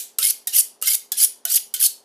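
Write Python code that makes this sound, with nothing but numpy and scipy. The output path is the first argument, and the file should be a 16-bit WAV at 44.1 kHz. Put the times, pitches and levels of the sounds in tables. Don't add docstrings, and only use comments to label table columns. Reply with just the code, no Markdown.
import sys
import numpy as np
from scipy import signal
from scipy.fft import rfft, irfft, next_fast_len
from scipy.io import wavfile
from scipy.ndimage import uniform_filter1d, minimum_filter1d, map_coordinates

SR = 44100
rng = np.random.default_rng(int(sys.argv[2]) if len(sys.argv) > 2 else 0)


def bounce(signal):
    frames = np.transpose(np.atleast_2d(signal))
    limited = np.clip(frames, -1, 1)
    pcm = np.round(limited * 32767).astype(np.int16)
    wavfile.write(sys.argv[1], SR, pcm)


def attenuation_scalar(level_db):
    decades = np.asarray(level_db, float) / 20
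    return 10 ** decades


N = 90272
LEAD = SR // 4
FFT_SIZE = next_fast_len(N + 2 * SR)


def unit(x):
    return x / np.sqrt(np.mean(x ** 2) + 1e-20)


def along(points, hz):
    point_hz, value = np.transpose(points)
    return np.interp(np.log(hz + 1), np.log(point_hz + 1), value)


def filtered(x, response):
    spectrum = rfft(x, FFT_SIZE) * response(np.fft.rfftfreq(FFT_SIZE, 1 / SR))
    return irfft(spectrum, FFT_SIZE)[..., :x.shape[-1]]


def causal(points):
    def response(hz):
        cepstrum = irfft(np.log(np.maximum(attenuation_scalar(along(points, hz)), 1e-6)), FFT_SIZE)
        cepstrum[1:FFT_SIZE // 2] *= 2
        cepstrum[FFT_SIZE // 2 + 1:] = 0
        return np.exp(rfft(cepstrum))
    return response


def place(track, start_s, sound):
    track[round(start_s * SR) + LEAD:][:len(sound)] += sound


# [lows below about 5 kHz drop by
STROKE_PRESSURE = [
    [(0.198, -25, -14), (0.212, -20, -4), (0.222, -16.5, -10.5), (0.233, -8.5, -8), (0.255, -15, -4),
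     (0.272, -14, -2.5), (0.298, -14.5, -1.5), (0.309, -13, -2), (0.315, -26, -13)],
    [(0.49, -25, -12), (0.518, -31, -8), (0.536, -17, -6), (0.552, -11, -5.5), (0.56, -12, -3),
     (0.582, -9.5, -1.5), (0.6, -14, 1.5), (0.61, -17, 9)],
    [(0.835, -33, -22), (0.855, -27, -14), (0.861, -14.5, -5), (0.878, -10.5, -8.5), (0.896, -15, -5),
     (0.925, -12, -3), (0.945, -12.5, -4.5), (0.955, -16, -2), (0.961, -34, -2)],
    [(1.135, -35, -15.5), (1.163, -37, -16), (1.173, -20, -5.5), (1.184, -17, -3.5), (1.194, -15, -5.5),
     (1.209, -10, -4), (1.25, -12.5, -0.5), (1.259, -14.5, -6.5)],
    [(1.465, -42, -19), (1.475, -25, -9), (1.497, -17.5, -6.5), (1.503, -14, -6), (1.53, -14.5, -1.5),
     (1.555, -11.5, -1.5), (1.564, -10, 4), (1.575, -13.5, -7), (1.583, -19.5, -13.5)],
    [(1.76, -29, -14), (1.784, -36.5, -15), (1.8, -20, -6), (1.812, -14.5, -4.5), (1.828, -12.5, -2),
     (1.85, -9, -2.5), (1.864, -10, -0.5), (1.874, -20, 3)],
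]


def scrape():
    n = N + LEAD
    t = (np.arange(n) - LEAD) / SR
    snags_per_s, spread_db, hiss_share, ping_share = 2600, 4, 0.7, 0.16
    snags = (rng.random(n) < snags_per_s / SR) * attenuation_scalar(spread_db * np.minimum(rng.exponential(size=n), 2.2))
    snags = snags * rng.choice([-1, 1], size=n)
    grit = np.sqrt(1 - hiss_share) * unit(snags) + np.sqrt(hiss_share) * rng.standard_normal(n)
    chatter_db, chatter_per_s = 2.2, 260
    chatter = map_coordinates(rng.standard_normal(1200), [np.arange(n) * chatter_per_s / SR])
    grit = grit * attenuation_scalar(chatter_db * chatter)
    grit = np.sqrt(1 - ping_share) * grit + np.sqrt(ping_share) * pings(n)

    earlier = unit(filtered(rng.standard_normal(n), causal(STEEL_COLOUR)))
    out = attenuation_scalar(-4.5) * ((t > -.1) & (t < -0.034)) * earlier
    for rows in STROKE_PRESSURE:
        time_s, level_db, bright_db = np.transpose(rows)
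        face = unit(patchy(filtered(grit, blade()), 4))
        low = filtered(face, lambda hz: 1 / (1 + 1j * hz / 5000) ** 2)
        high = face - low
        touch = (t - time_s[0]) / 0.0019
        lift = (time_s[-1] + 0.0048 - t) / 0.0088
        contact = np.clip(np.minimum(touch, lift), 0, 1)
        tilt_db = np.interp(t, time_s, bright_db)
        coloured = attenuation_scalar(-tilt_db) * low + attenuation_scalar(tilt_db / 2) * high
        out += contact * attenuation_scalar(np.interp(t, time_s, level_db)) * coloured
    return out


# pitch_hz, level_db
STEEL_COLOUR = [(290, -108), (500, -64), (1600, -20.5), (1900, -22), (2100, -22.5), (2610, -18.5),
                (3100, -15.5), (10400, -5), (15500, -4.5)]
# pitch_hz, width_hz, level_db
BLADE_MODES = [(2120, 50, -4), (3100, 250, -0.5), (4680, 1000, -6), (5760, 400, -8), (6880, 430, -8.5),
               (8700, 1100, -11), (9380, 300, -4.5), (10350, 580, 3.5), (11630, 150, -9), (14800, 340, -12)]


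def blade():
    scatter_db, shift_share = 2, .02
    scatter = rng.standard_normal((len(BLADE_MODES), 2)) * [scatter_db, shift_share]

    def response(hz):
        ring = 0
        for (pitch_hz, width_hz, level_db), (extra_db, shift) in zip(BLADE_MODES, scatter):
            center_hz = pitch_hz * (1 + shift)
            damping = 1j * hz * max(width_hz, 150)
            ring = ring + attenuation_scalar(min(level_db, 4) + extra_db) * damping / (center_hz ** 2 - hz ** 2 + damping)
        return causal(STEEL_COLOUR)(hz) * (1 + ring)
    return response


def patchy(x, depth_db):
    z = signal.stft(x, nperseg=256)[2]
    field = uniform_filter1d(rng.standard_normal(z.shape), size=3, axis=0)
    field = uniform_filter1d(field, size=3, axis=1)
    return signal.istft(z * attenuation_scalar(depth_db * unit(field)), nperseg=256)[1][:len(x)]


def pings(n):
    pings_per_s, low_hz, high_hz, t60_s, glide = 1400, 2414, 14900, .03, 4
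    draw = rng.random((4000, 4))[:int(pings_per_s * n / SR)]
    start, pitch, life, level = draw[:, :1], draw[:, 1:2], draw[:, 2:3], draw[:, 3:]
    t = np.arange(700) / SR
    hz = low_hz + (high_hz - low_hz) * pitch ** 1.5
    ring_s = t60_s * (0.18 + life) * (5000 / hz) ** 0.28
    tone = np.sin(2 * np.pi * hz * t * (1 + glide * (life - .3) * t))
    wave = attenuation_scalar(-14 * level - 60 * t / ring_s) * tone * (1 - np.exp(-t / 0.00026))
    at = (start * n).astype(int) + np.arange(len(t))
    return unit(np.bincount(at.ravel(), wave.ravel())[:n])


# start_s, length_s, pitch_hz, glide_hz_per_s, level_db
SUNG_MODES = [(.213, 0.017, 1447, 6000, -31.5), (0.226, 0.057, 2090, 2202, -28),
              (0.224, 0.014, 5300, -4000, -23.5), (0.246, 0.0064, 5190, 498, -16),
              (.276, 0.015, 2240, 499, -40), (0.296, 0.02, 4650, 501, -25),
              (0.524, 0.017, 2850, 501, -30.5), (0.555, 0.015, 2074, 1004, -27.5),
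              (0.582, 0.012, 4440, 9003, -22), (0.58, 0.01, 5900, 5996, -20),
              (0.599, 0.013, 6640, 505, -22), (0.848, .05, 1516, 1492, -34.5),
              (.858, .024, 3100, 2504, -30.5), (0.871, 0.021, 2114, 902, -19.5),
              (0.882, 0.013, 5620, 500, -16.5), (0.91, 0.015, 2226, 3996, -26),
              (0.911, 0.044, 3080, 500, -39), (0.937, 0.011, 2200, -6000, -53),
              (1.221, 0.015, 4750, 488, -18.5), (1.515, 0.023, 5800, 493, -24.5),
              (1.573, 0.0077, 2936, 490, -24.5), (1.817, 0.036, 3015, 5994, -29.5),
              (1.83, .03, 2190, 494, -44), (1.839, 0.029, 5440, -20000, -21),
              (1.842, 0.033, 6310, 4992, -30.5), (1.866, 0.0075, 5180, 492, -37)]


def streaks():
    out = np.zeros(N + LEAD + SR)
    for start_s, length_s, hz, glide, level_db in SUNG_MODES:
        t = np.arange(round(length_s * SR)) / SR
        drift = 0.018 * np.cumsum(rng.standard_normal(len(t)))
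        swell = np.sin(np.pi * (t / length_s) ** 0.88)
        tone = np.sin(2 * np.pi * (hz + glide * t / 2) * t + drift)
        place(out, start_s, attenuation_scalar(level_db) * swell * tone)
    return out[:N + LEAD]


def crack(shape):
    click = np.zeros(SR // 4)
    click[0] = 1
    steel = filtered(click, causal([(hz, 0.66 * db) for hz, db in STEEL_COLOUR]))[:1024]
    burst = shape * np.append(2, rng.standard_normal(len(shape) - 1))
    wave = signal.fftconvolve(burst, steel)[:len(shape)]
    return wave / np.abs(wave).max()


# start_s, peak_db, shiver_db [relative to crack], shiver_t60_s
BLADE_LANDINGS = [
    (0.1863, 1, -10, 0.11),
    (.472, -3, 18.5, 0.075),
    (.815, -19, 8, 0.13),
    (0.8245, 0, -7.5, 0.091),
    (1.1195, -1.5, 6, 0.06),
    (1.4529, 2, -12, 0.061),
    (1.74, -4, 12, 0.1),
]


def landings():
    out, t = np.zeros(N + LEAD + SR), np.arange(SR // 4) / SR
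    crack_t60_s, thud_db, thud_s = 0.0063, -33.5, 0.0016
    for start_s, peak_db, shiver_db, shiver_t60_s in BLADE_LANDINGS:
        shape = attenuation_scalar(-60 * t / crack_t60_s) + attenuation_scalar(shiver_db - 60 * t / shiver_t60_s)
        thud = attenuation_scalar(thud_db) * (1 - t / thud_s) * np.exp(-t / thud_s)
        place(out, start_s, attenuation_scalar(peak_db) * (crack(shape) + thud))
    return out[:N + LEAD]


# start_s, pitch_hz, level_db, t60_s
BENDING_MODES = [(.187, 1340, -33, 0.12), (.187, 501, -38, 0.083), (.187, 2880, -30, 0.053),
                 (.472, 763, -43, 0.09), (.472, 1853, -40, 0.11), (.476, 3730, -29, 0.058),
                 (.816, 513, -41, 0.057), (.825, 1336, -29, 0.044), (.825, 566, -40, 0.064),
                 (.825, 2830, -33, 0.08), (1.12, 758, -40, 0.07), (1.12, 1686, -41, 0.22),
                 (1.12, 3470, -32.5, 0.075), (1.452, 684, -37.5, 0.27), (1.452, 1503, -35.5, 0.25),
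                 (1.452, 2995, -34, 0.1), (1.74, 1484, -40.5, 0.23), (1.74, 2170, -46, 0.14),
                 (1.74, 3100, -31.5, 0.082), (1.74, 3500, -32, 0.046), (1.74, 785, -45.5, .07)]


def bends():
    out, t = np.zeros(N + LEAD + SR), np.arange(SR // 4) / SR
    for start_s, hz, level_db, t60_s in BENDING_MODES:
        drift = .07 * np.cumsum(rng.standard_normal(len(t)))
        decay = attenuation_scalar(level_db + 7.5 - 60 * t / min(t60_s, .13))
        place(out, start_s, decay * np.sin(2 * np.pi * hz * t + drift) * (1 - np.exp(-t / 0.001)))
    return out[:N + LEAD]


# start_s, peak_db
LARGE_SNAGS = [(.188, -5), (.2225, -13), (.2312, -7), (.2411, -4), (.2525, -9), (.2785, -8), (.3062, -3),
               (.536, -15), (.5555, -8), (.5728, -6), (.594, -7), (.6005, -6), (.859, -11), (.8732, -3),
               (.8801, -1), (.9512, -2), (.9533, -1), (1.173, -16), (1.1816, -14), (1.204, -8),
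               (1.2126, -8), (1.23, -6), (1.247, -7), (1.5012, -10), (1.524, -10), (1.5632, -4),
               (1.798, -16), (1.8085, -12), (1.8277, -7), (1.8418, -6), (1.855, -5)]


def large_snags():
    out, t = np.zeros(N + LEAD + SR), np.arange(SR // 4) / SR
    t60_s, low_cut_hz, boost_db = .008, 2200, 2
    for start_s, peak_db in LARGE_SNAGS:
        place(out, start_s, attenuation_scalar(peak_db + boost_db) * crack(attenuation_scalar(-60 * t / t60_s)))
    return filtered(out, lambda hz: (1j * hz / (low_cut_hz + 1j * hz)) ** 3)[:N + LEAD]


# pitch_hz, t60_s
KITCHEN_DECAY = [(500, 0.24), (2000, 0.35), (6000, 0.29), (14000, 0.21)]


def kitchen(x):
    out = np.zeros(len(x))
    wall_s = 0.00071
    starts = [round(rows[0][0] * SR) + LEAD - 1500 for rows in STROKE_PRESSURE]
    cuts = [0] + starts + [len(x)]
    for a, b in zip(cuts, cuts[1:]):
        hz, t, z = signal.stft(rng.standard_normal(SR // 2), SR, nperseg=256)
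        decay = attenuation_scalar(-60 * t / along(KITCHEN_DECAY, hz)[:, None])
        tail = signal.istft(z * decay, SR, nperseg=256)[1]
        tail = tail * (1 - np.exp(-np.arange(len(tail)) / SR / wall_s))
        wet = signal.fftconvolve(x[a:b], tail / np.linalg.norm(tail))[:len(x) - a]
        out[a:a + len(wet)] += wet
    return out


# pitch_hz, level_db
AIR_COLOUR = [(15, -44), (25, -37.5), (124, -4.5), (429, 3.5), (936, -1.5), (1180, -8.5), (2090, -17),
              (2240, -22), (6000, -19.5), (7800, -55), (13200, -120)]
# pitch_hz, level_db
HUM_LINES = [(118.4, -81.5), (231.5, -62), (409.1, -59.5), (511.4, -65.5), (699.8, -74.5)]


def background():
    t = np.arange(N + LEAD) / SR
    air = unit(filtered(rng.standard_normal(len(t)), lambda hz: attenuation_scalar(along(AIR_COLOUR, hz))))
    out = attenuation_scalar(-52) * air
    for hz, level_db in HUM_LINES:
        drift = np.cumsum(rng.standard_normal(len(t))) * 0.021
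        out += attenuation_scalar(level_db + 5) * np.sin(2 * np.pi * hz * t + drift)
    return out


# pitch_hz, likeness [0 to 1]
PORT_LIKENESS = [(30, .7), (150, .96), (1000, .985), (2800, .96), (8300, .98), (9400, .77), (11000, .74),
                 (11700, .94), (12800, .33), (15000, .2)]


def pair(x):
    z = signal.stft(x, nperseg=128)[2]
    scrambled = z * np.exp(2j * np.pi * rng.random(z.shape))
    other = signal.istft(scrambled, nperseg=128)[1][:len(x)] * np.sqrt(2)

    def spread(hz):
        angle = np.arccos(np.clip(along(PORT_LIKENESS, hz), -1, 1)) / 2
        return np.array([np.cos(angle), np.sin(angle)])
    mid, side = filtered(np.array([x, other]), spread)
    return np.array([mid + side, mid - side])


def scene():
    knives = scrape() + landings() + bends() + large_snags() + streaks()
    room = attenuation_scalar(-10) * kitchen(knives) + background()
    return (pair(knives) + pair(room))[:, LEAD:]


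def top_cut(x):
    return signal.sosfilt(signal.butter(12, 16650, fs=SR, output="sos"), x)


# pitch_hz, difference_db
PORT_DIFFERENCE = [(8200, 0), (9800, 3), (11200, 1.5), (12400, -3), (13100, -8), (13900, -12.5),
                   (16000, -13)]
# pitch_hz, level_db
CAPSULE_COLOUR = [(40, -24), (150, -16.5), (11500, 0.5), (13000, 1), (14500, -5.5), (15300, -9)]


def record(dry):
    def ports(hz):
        top_hz = 15420
        band_db = -30 * np.clip((hz - top_hz + 150) / 300, 0, 1) - 40 * np.clip((hz - 16100) / 700, 0, 1)
        balance_db = along(PORT_DIFFERENCE, hz) * np.array([[.5], [-.5]])
        return attenuation_scalar(balance_db + along(CAPSULE_COLOUR, hz) + band_db)
    x = filtered(dry, ports)
    gain = minimum_filter1d(np.minimum(1, .97 / (np.abs(x) + 1e-9)), size=129, axis=1)
    gain = uniform_filter1d(uniform_filter1d(gain, size=33, axis=1), size=33, axis=1)
    x = x * gain
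    x[1, round(.9537 * SR) + np.array([0, 1, 15])] -= attenuation_scalar(-24)
    return top_cut(x)


dry = scene()
out = record(dry)
bounce(out)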